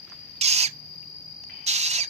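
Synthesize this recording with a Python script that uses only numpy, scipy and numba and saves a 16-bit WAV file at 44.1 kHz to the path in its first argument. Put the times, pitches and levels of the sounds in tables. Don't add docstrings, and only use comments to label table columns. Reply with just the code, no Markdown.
import sys
import numpy as np
from scipy import signal
from scipy.fft import rfft, irfft, next_fast_len
from scipy.io import wavfile
from scipy.ndimage import uniform_filter1d
from numba import njit

SR = 44100
rng = np.random.default_rng(int(sys.argv[2]) if len(sys.argv) > 2 else 0)


def master(y):
    cut = np.clip(np.atleast_2d(y).T, -1, 1)
    pcm = np.round(cut * 32767)
    wavfile.write(sys.argv[1], SR, pcm.astype(np.int16))


N = 92213


def undb(db):
    return np.exp(np.asarray(db, float) * np.log(10) / 20)


def unit(x):
    return x / np.sqrt(np.mean(x ** 2))


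def noise():
    return rng.standard_normal(N)


def pan(db):
    return undb([[db / 2], [-db / 2]])


def eq(x, hz, db):
    size = next_fast_len(N)
    f = np.log(np.arange(size // 2 + 1) * SR / size + 1)
    return irfft(rfft(x, size) * undb(np.interp(f, np.log(hz), db)), size)[:N]


def curve(rows, column=1, outside=None):
    rows = np.array(rows, float)
    return np.interp(np.arange(N) / SR, rows[:, 0], rows[:, column], outside, outside)


def drift(rate):
    steps = np.repeat(rng.standard_normal(int(N / SR * rate) + 3), 4)
    smooth = uniform_filter1d(uniform_filter1d(steps, 4), 4)
    return 1.3 * np.interp(np.arange(N) * (4 * rate / SR), np.arange(len(smooth)), smooth)


def band(x, hz, width, passes=1):
    for _ in range(passes):
        x = signal.lfilter(*signal.iirpeak(hz, hz / width, fs=SR), x)
    return x


@njit
def swept_band(x, hz, width):
    y, band_state, low_state = np.empty(len(x)), 0., 0.
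    for i in range(len(x)):
        g, damping = np.tan(np.pi * hz[i] / SR), width / hz[i]
        v = (band_state + g * (x[i] - low_state)) / (1 + g * (g + damping))
        band_state = 2 * v - band_state
        low_state += 2 * g * v
        y[i] = damping * v
    return y


# (frequency [Hz], relative level [dB])
TRAFFIC_EQ = [(25, -22), (60, -7.5), (95, -0.5), (180, -1.5), (300, -7), (500, -13.5), (900, -15),
              (1400, -24), (2400, -18), (3200, -26), (5000, -16.5), (6500, -28.5), (8000, -44.5),
              (12500, -36.5), (14500, -45), (15500, -57)]
def traffic(level_db=-55.5, shared_below_hz=680):
    hz, db = np.array(TRAFFIC_EQ).T
    lowpass = signal.butter(1, shared_below_hz, fs=SR, output="sos")
    shared = noise()
    left, right = [own + .84 * signal.sosfilt(lowpass, shared - own) for own in (noise(), noise())]
    lean_db = np.clip(np.log2(hz / 500), 0, 1)
    return unit(np.array([eq(left, hz, db + lean_db), eq(right, hz, db - lean_db)])) * undb(level_db)


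# (time [s], pitch [Hz], level [dB])
HUM = [(0.0, 150, -76), (0.38, 147.7, -64), (0.55, 146.1, -58.5), (1.58, 153.8, -62.5), (1.93, 149.9, -67),
       (2.09, 135.0, -61)]
def hum():
    phase = 2 * np.pi * np.cumsum(curve(HUM) + 3 * drift(15.57)) / SR
    return np.sqrt(2) * np.sin(phase) * undb(curve(HUM, column=2) + 2 * drift(11.5))


# (pitch [Hz], throb rate [Hz], left level [dB], right level [dB])
NEAR_CRICKETS = [(4805, 59, -49.5, -50), (4855, 47, -43.5, -54), (4370, 43, -57, -68)]
def near_crickets(throb_depth=.943, swell_db=4, waver_hz=6.7):
    def sing(hz, rate, db):
        cycles = np.cumsum(rate * (1 + .0928 * drift(8))) / SR + rng.random()
        throb = 1 + throb_depth * np.sin(2 * np.pi * cycles)
        swell = undb(db + swell_db * drift(5.95))
        return throb * swell * np.sin(2 * np.pi * np.cumsum(hz + waver_hz * drift(30.14)) / SR)
    return sum(np.array([sing(hz, rate, db) for db in levels]) for hz, rate, *levels in NEAR_CRICKETS)


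# (centre [Hz], width [Hz], left level [dB], right level [dB])
CHORUS_BANDS = [(4836, 116, -46.5, -49), (4570, 79, -60, -57.5), (3870, 54, -68.5, -78.5),
                (5760, 200, -63, -79), (13470, 56, -75, -83.5), (13850, 880, -70.5, -81.5)]
def cricket_chorus(shimmer_db=2):
    size = next_fast_len(N)
    f = np.arange(size // 2 + 1) * SR / size
    out = np.zeros((2, N))
    for side in range(2):
        spectrum = sum(undb(levels[side]) * np.exp(-((f - hz) / width) ** 2) * np.sqrt(SR / 2 / width)
                       for hz, width, *levels in CHORUS_BANDS)
        chorus = irfft(rfft(noise(), size) * spectrum, size)[:N]
        out[side] = chorus * undb(shimmer_db * drift(60.15))
    return out


# (time [s], level [dB])
LEAF_SWELL = [(0, -64), (.1, -56), (.4, -60.5), (.8, -64), (1.1, -72), (1.5, -68), (2.09, -70)]
def leaves():
    sides = [unit(band(noise(), hz=2300, width=2200, passes=2))
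             * undb(curve(LEAF_SWELL) + 1.13 * drift(21.5)) for _ in range(2)]
    return np.array(sides) * pan(3)


# (time [s], gain [dB], centre [Hz], width [Hz], 60 dB decay [s], pan to the left [dB])
TICKS = [(0.075, -49, 1390, 2530, 0.048, -2.5), (0.119, -44.5, 1280, 2570, 0.086, -3),
         (1.027, -47.5, 2600, 800, 0.041, 6), (1.495, -40.5, 1960, 910, 0.033, 8)]
def ticks():
    out, t = np.zeros((2, N)), np.arange(SR // 10) / SR
    for time, db, hz, width, t60, pan_db in TICKS:
        burst = rng.standard_normal(len(t)) * undb(db - 60 * t / t60) * np.sqrt(SR / 2 / width)
        start = int(time * SR)
        out[:, start:start + len(t)] += band(burst, hz, width, passes=3) * pan(pan_db)
    return out


# (frequency [Hz], relative level [dB], 60 dB decay [s])
BEAK_MODES = [(790, -10, 0.017), (1900, -10, 0.0074), (2740, -2.5, 0.0072), (4130, -7, 0.011),
              (5710, 2.5, 0.009)]
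# (time [s], gain [dB], pan to the left [dB])
BEAK_SNAPS = [(0.0987, -38, 1.5), (1.4379, -35, 2.1)]
def beak_snaps(attack_s=.00036):
    out, t = np.zeros((2, N)), np.arange(SR // 20) / SR
    ring = sum(undb(db - 60 * t / t60) * np.sin(2 * np.pi * hz * t) for hz, db, t60 in BEAK_MODES)
    ring *= np.minimum(t / attack_s, 1)
    for time, db, pan_db in BEAK_SNAPS:
        start = int(time * SR)
        out[:, start:start + len(t)] += ring * undb(db) * pan(pan_db)
    return out


def rasp(pitch, jitter=.3, scatter_db=3):
    cycles = np.cumsum(pitch / 2 * np.exp(jitter * drift(1500))) / SR
    slaps = np.diff(np.floor(cycles), prepend=0) * undb(scatter_db * noise())
    return unit(slaps - slaps.mean()) + noise()


def whistle(score, pitch, wobble=.0065, flutter_db=2):
    phase = 2 * np.pi * np.cumsum(pitch * (1 + wobble * drift(300))) / SR
    overtones = undb(curve(score, column=4)) * (np.sin(2 * phase) + undb(-16.5) * np.sin(3 * phase))
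    growl = sum(undb(db) * np.sin(ratio * phase)
                for ratio, db in ((.5, -23.5), (1.5, -6), (2.5, 0), (3, -9.5)))
    growl *= undb(curve(score, column=5))
    level = np.sqrt(2) * undb(curve(score, column=3, outside=-120) + flutter_db * drift(120))
    edge = level * (overtones + growl) + quarter_lock(score, phase)
    return (level * np.sin(phase) + edge * pan(-7.5)) * pan(-2.5)


def quarter_lock(score, phase, start_s=1.984, end_s=2.004):
    if not score[0][0] < start_s < score[-1][0]:
        return 0
    gate = uniform_filter1d(curve([(start_s, 1), (end_s, 1)], outside=0), size=130)
    return gate * sum(undb(db) * np.sin(k * phase / 4)
                      for k, db in ((1, -44.5), (3, -42), (5, -46), (7, -35), (9, -26.5)))


# (frequency [Hz], left gain [dB], right gain [dB])
RASP_EQ = [(450, -51, -69), (660, -19.5, -13), (895, -14, -12.5), (1370, -17, -18.5), (1760, -9.5, -11),
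           (2330, -9, -7.5), (2865, -8, -6.5), (3300, -25.5, -3.5), (3980, -6, -5.5), (4840, -9, -1.5),
           (6200, -9.5, -2.5), (6650, -1.5, -6.5), (6980, -3, 3.5), (7440, -12, -5), (9420, -14.5, -14.5),
           (10460, -27, -20.5), (11350, -21.5, -11), (12900, -22, -19), (13300, -19, -10),
           (15100, -32, -16.5), (15400, -57, -30), (16000, -80, -49)]
def begging_call(score, throat, waver=.011, flicker_db=1.5, shared_power=.92, shared_below_hz=7460):
    start_s, end_s = score[0][0], score[-1][0]
    span = slice(int(start_s * SR), int(end_s * SR))
    pitch = curve(score, column=2)
    shared = rasp(pitch)
    tone = whistle(score, pitch)
    effort = undb(curve(score, outside=-120) + .5 * drift(90))
    formants = []
    for hz0, hz1, width, db0, db1, left_db in throat:
        centre = curve([(start_s, hz0), (end_s, hz1)]) * (1 + waver * drift(39.85))
        boost_db = curve([(start_s, db0), (end_s, db1)]) + flicker_db * drift(59.96)
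        formants.append((centre[span], width, undb([boost_db[span] + left_db, boost_db[span]])))
    lowpass = signal.butter(4, shared_below_hz, fs=SR, output="sos")
    eq_hz, *eq_db = np.array(RASP_EQ).T
    voice = np.zeros((2, N))
    for side in range(2):
        own = rasp(pitch)
        blend = np.sqrt(shared_power) * shared + np.sqrt(1 - shared_power) * own
        source = own + signal.sosfiltfilt(lowpass, blend - own)
        for centre, width, boost in formants:
            source[span] += (boost[side] - 1) * swept_band(source[span], centre, width)
        voice[side] = eq(source, eq_hz, eq_db[side])
    return voice / np.std(voice[0, span]) * effort + tone


# (time [s], left rasp level [dB], whistle pitch [Hz], whistle level [dB],
# overtones against whistle [dB], growl against whistle [dB])
FIRST_CALL = [(.4092, -52, 3100, -56, -8, -10), (.412, -25, 2820, -32, -3, -4),
              (.421, -24, 2790, -34, -1, -6), (.424, -30, 2370, -30, -13, 5),
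              (.437, -31, 2262, -32, -10, 8), (.443, -22, 2230, -44, -6, 6), (.453, -25, 2200, -36, -6, 10),
              (.459, -22, 2120, -43, -6, 8), (.466, -27, 2088, -37, -9, 12), (.474, -22, 2050, -46, -6, 8),
              (.49, -21, 2298, -44, 0, -6.5), (.56, -22.5, 2542, -33.5, -8, -20),
              (.6, -23, 2680, -36, 1, -20), (.62, -21.5, 2604, -38, 0, -17),
              (.635, -22, 2618, -26, -3, -23), (.652, -29.5, 2333, -33.5, 9.5, -25),
              (.668, -32, 1996, -38, 1.5, -25), (.68, -38, 1618, -41, -9, -25),
              (.686, -53, 1430, -69, -15, -23)]
SECOND_CALL = [(1.663, -39, 2796, -62, 0, -10), (1.666, -27, 2806, -60, 0, -10),
               (1.68, -22, 2801, -50, 5, 2), (1.765, -24, 2805, -46, -2.5, -10),
               (1.82, -24.5, 2749, -39, -9, -5), (1.885, -25.5, 2692, -41, -4, -15),
               (1.9, -33, 2820, -33, -1, -9), (1.913, -23, 2858, -35, -9, -6),
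               (1.925, -26.5, 2930, -39, -2, -22), (1.942, -28.5, 2913, -38.5, 8, -19),
               (1.959, -25, 2522, -38.5, -8, -15), (1.972, -28, 2929, -33, 0, -20),
               (1.976, -25, 2662, -39.5, -2, -20), (1.988, -33, 2700, -29, -6, -13),
               (2.002, -34, 2570, -31, -7, -12), (2.005, -30, 2399, -35, 7.5, -23),
               (2.024, -34.5, 2287, -37, 8, -27), (2.038, -34, 1905, -38, -2, -15),
               (2.049, -40, 1603, -39.5, -19, -12), (2.055, -51, 1467, -75, -13, -25)]
# (start centre [Hz], end centre [Hz], width [Hz], start boost [dB],
# end boost [dB], extra on the left [dB])
FIRST_THROAT = [(1060, 960, 340, -1.5, 13.4, -1.5), (2840, 2730, 430, 13, 10, -2.5),
                (3980, 4500, 540, 9, 7.1, -4), (5100, 4780, 215, 16, 8.2, 4),
                (5520, 5600, 250, 8, 5.2, -1.5), (6340, 6250, 240, 12.5, 13, 2.5)]
SECOND_THROAT = [(1170, 1000, 530, 2.16, 11.6, 2), (2960, 2660, 810, 8.1, 8.3, -0.5),
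                 (4030, 4000, 380, 13, 9.7, 2), (4930, 4700, 260, 7.4, 9.3, 4.5),
                 (5910, 5700, 214, 16, 4.1, -2.9), (6470, 6080, 240, 5.2, 16, 2.5)]
def chick(left_lag_s=.00032, porch_t60_s=.17, porch_db=-11):
    direct = begging_call(FIRST_CALL, FIRST_THROAT) + begging_call(SECOND_CALL, SECOND_THROAT)
    direct[0] = np.roll(direct[0], round(left_lag_s * SR))
    t = np.arange(SR // 3) / SR
    tail = rng.standard_normal((2, len(t))) * undb(-60 * t / porch_t60_s) * (t > .004)
    tail /= np.linalg.norm(tail, axis=1, keepdims=True)
    return direct + undb(porch_db) * signal.fftconvolve(direct, tail, axes=1)[:, :N]


# (time [s], level before trim [dB])
FAR_CALL = [(1.492, -89), (1.497, -51), (1.527, -52), (1.66, -54.5), (1.72, -60), (1.8, -78)]
# (centre [Hz], width [Hz], relative level [dB])
FAR_THROAT = [(860, 262, -4), (2050, 480, -5), (2380, 340, 4.5), (2990, 140, 7)]
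def far_bird(trim_db=2.5):
    sides = [sum(undb(db) * band(band(breath, hz, width), hz, 2 * width) for hz, width, db in FAR_THROAT)
             for breath in (noise(), noise())]
    return unit(np.array(sides)) * undb(curve(FAR_CALL, outside=-120) + trim_db) * pan(4.6)


def scene():
    return (chick() + beak_snaps() + near_crickets() + cricket_chorus()
            + traffic() + hum() + leaves() + far_bird() + ticks())


def record(dry, drive=2, top_hz=15900):
    rounded = np.tanh(drive * dry) / drive
    return signal.sosfilt(signal.ellip(8, .2, 80, top_hz, fs=SR, output="sos"), rounded)


dry = scene()
out = record(dry)
master(out)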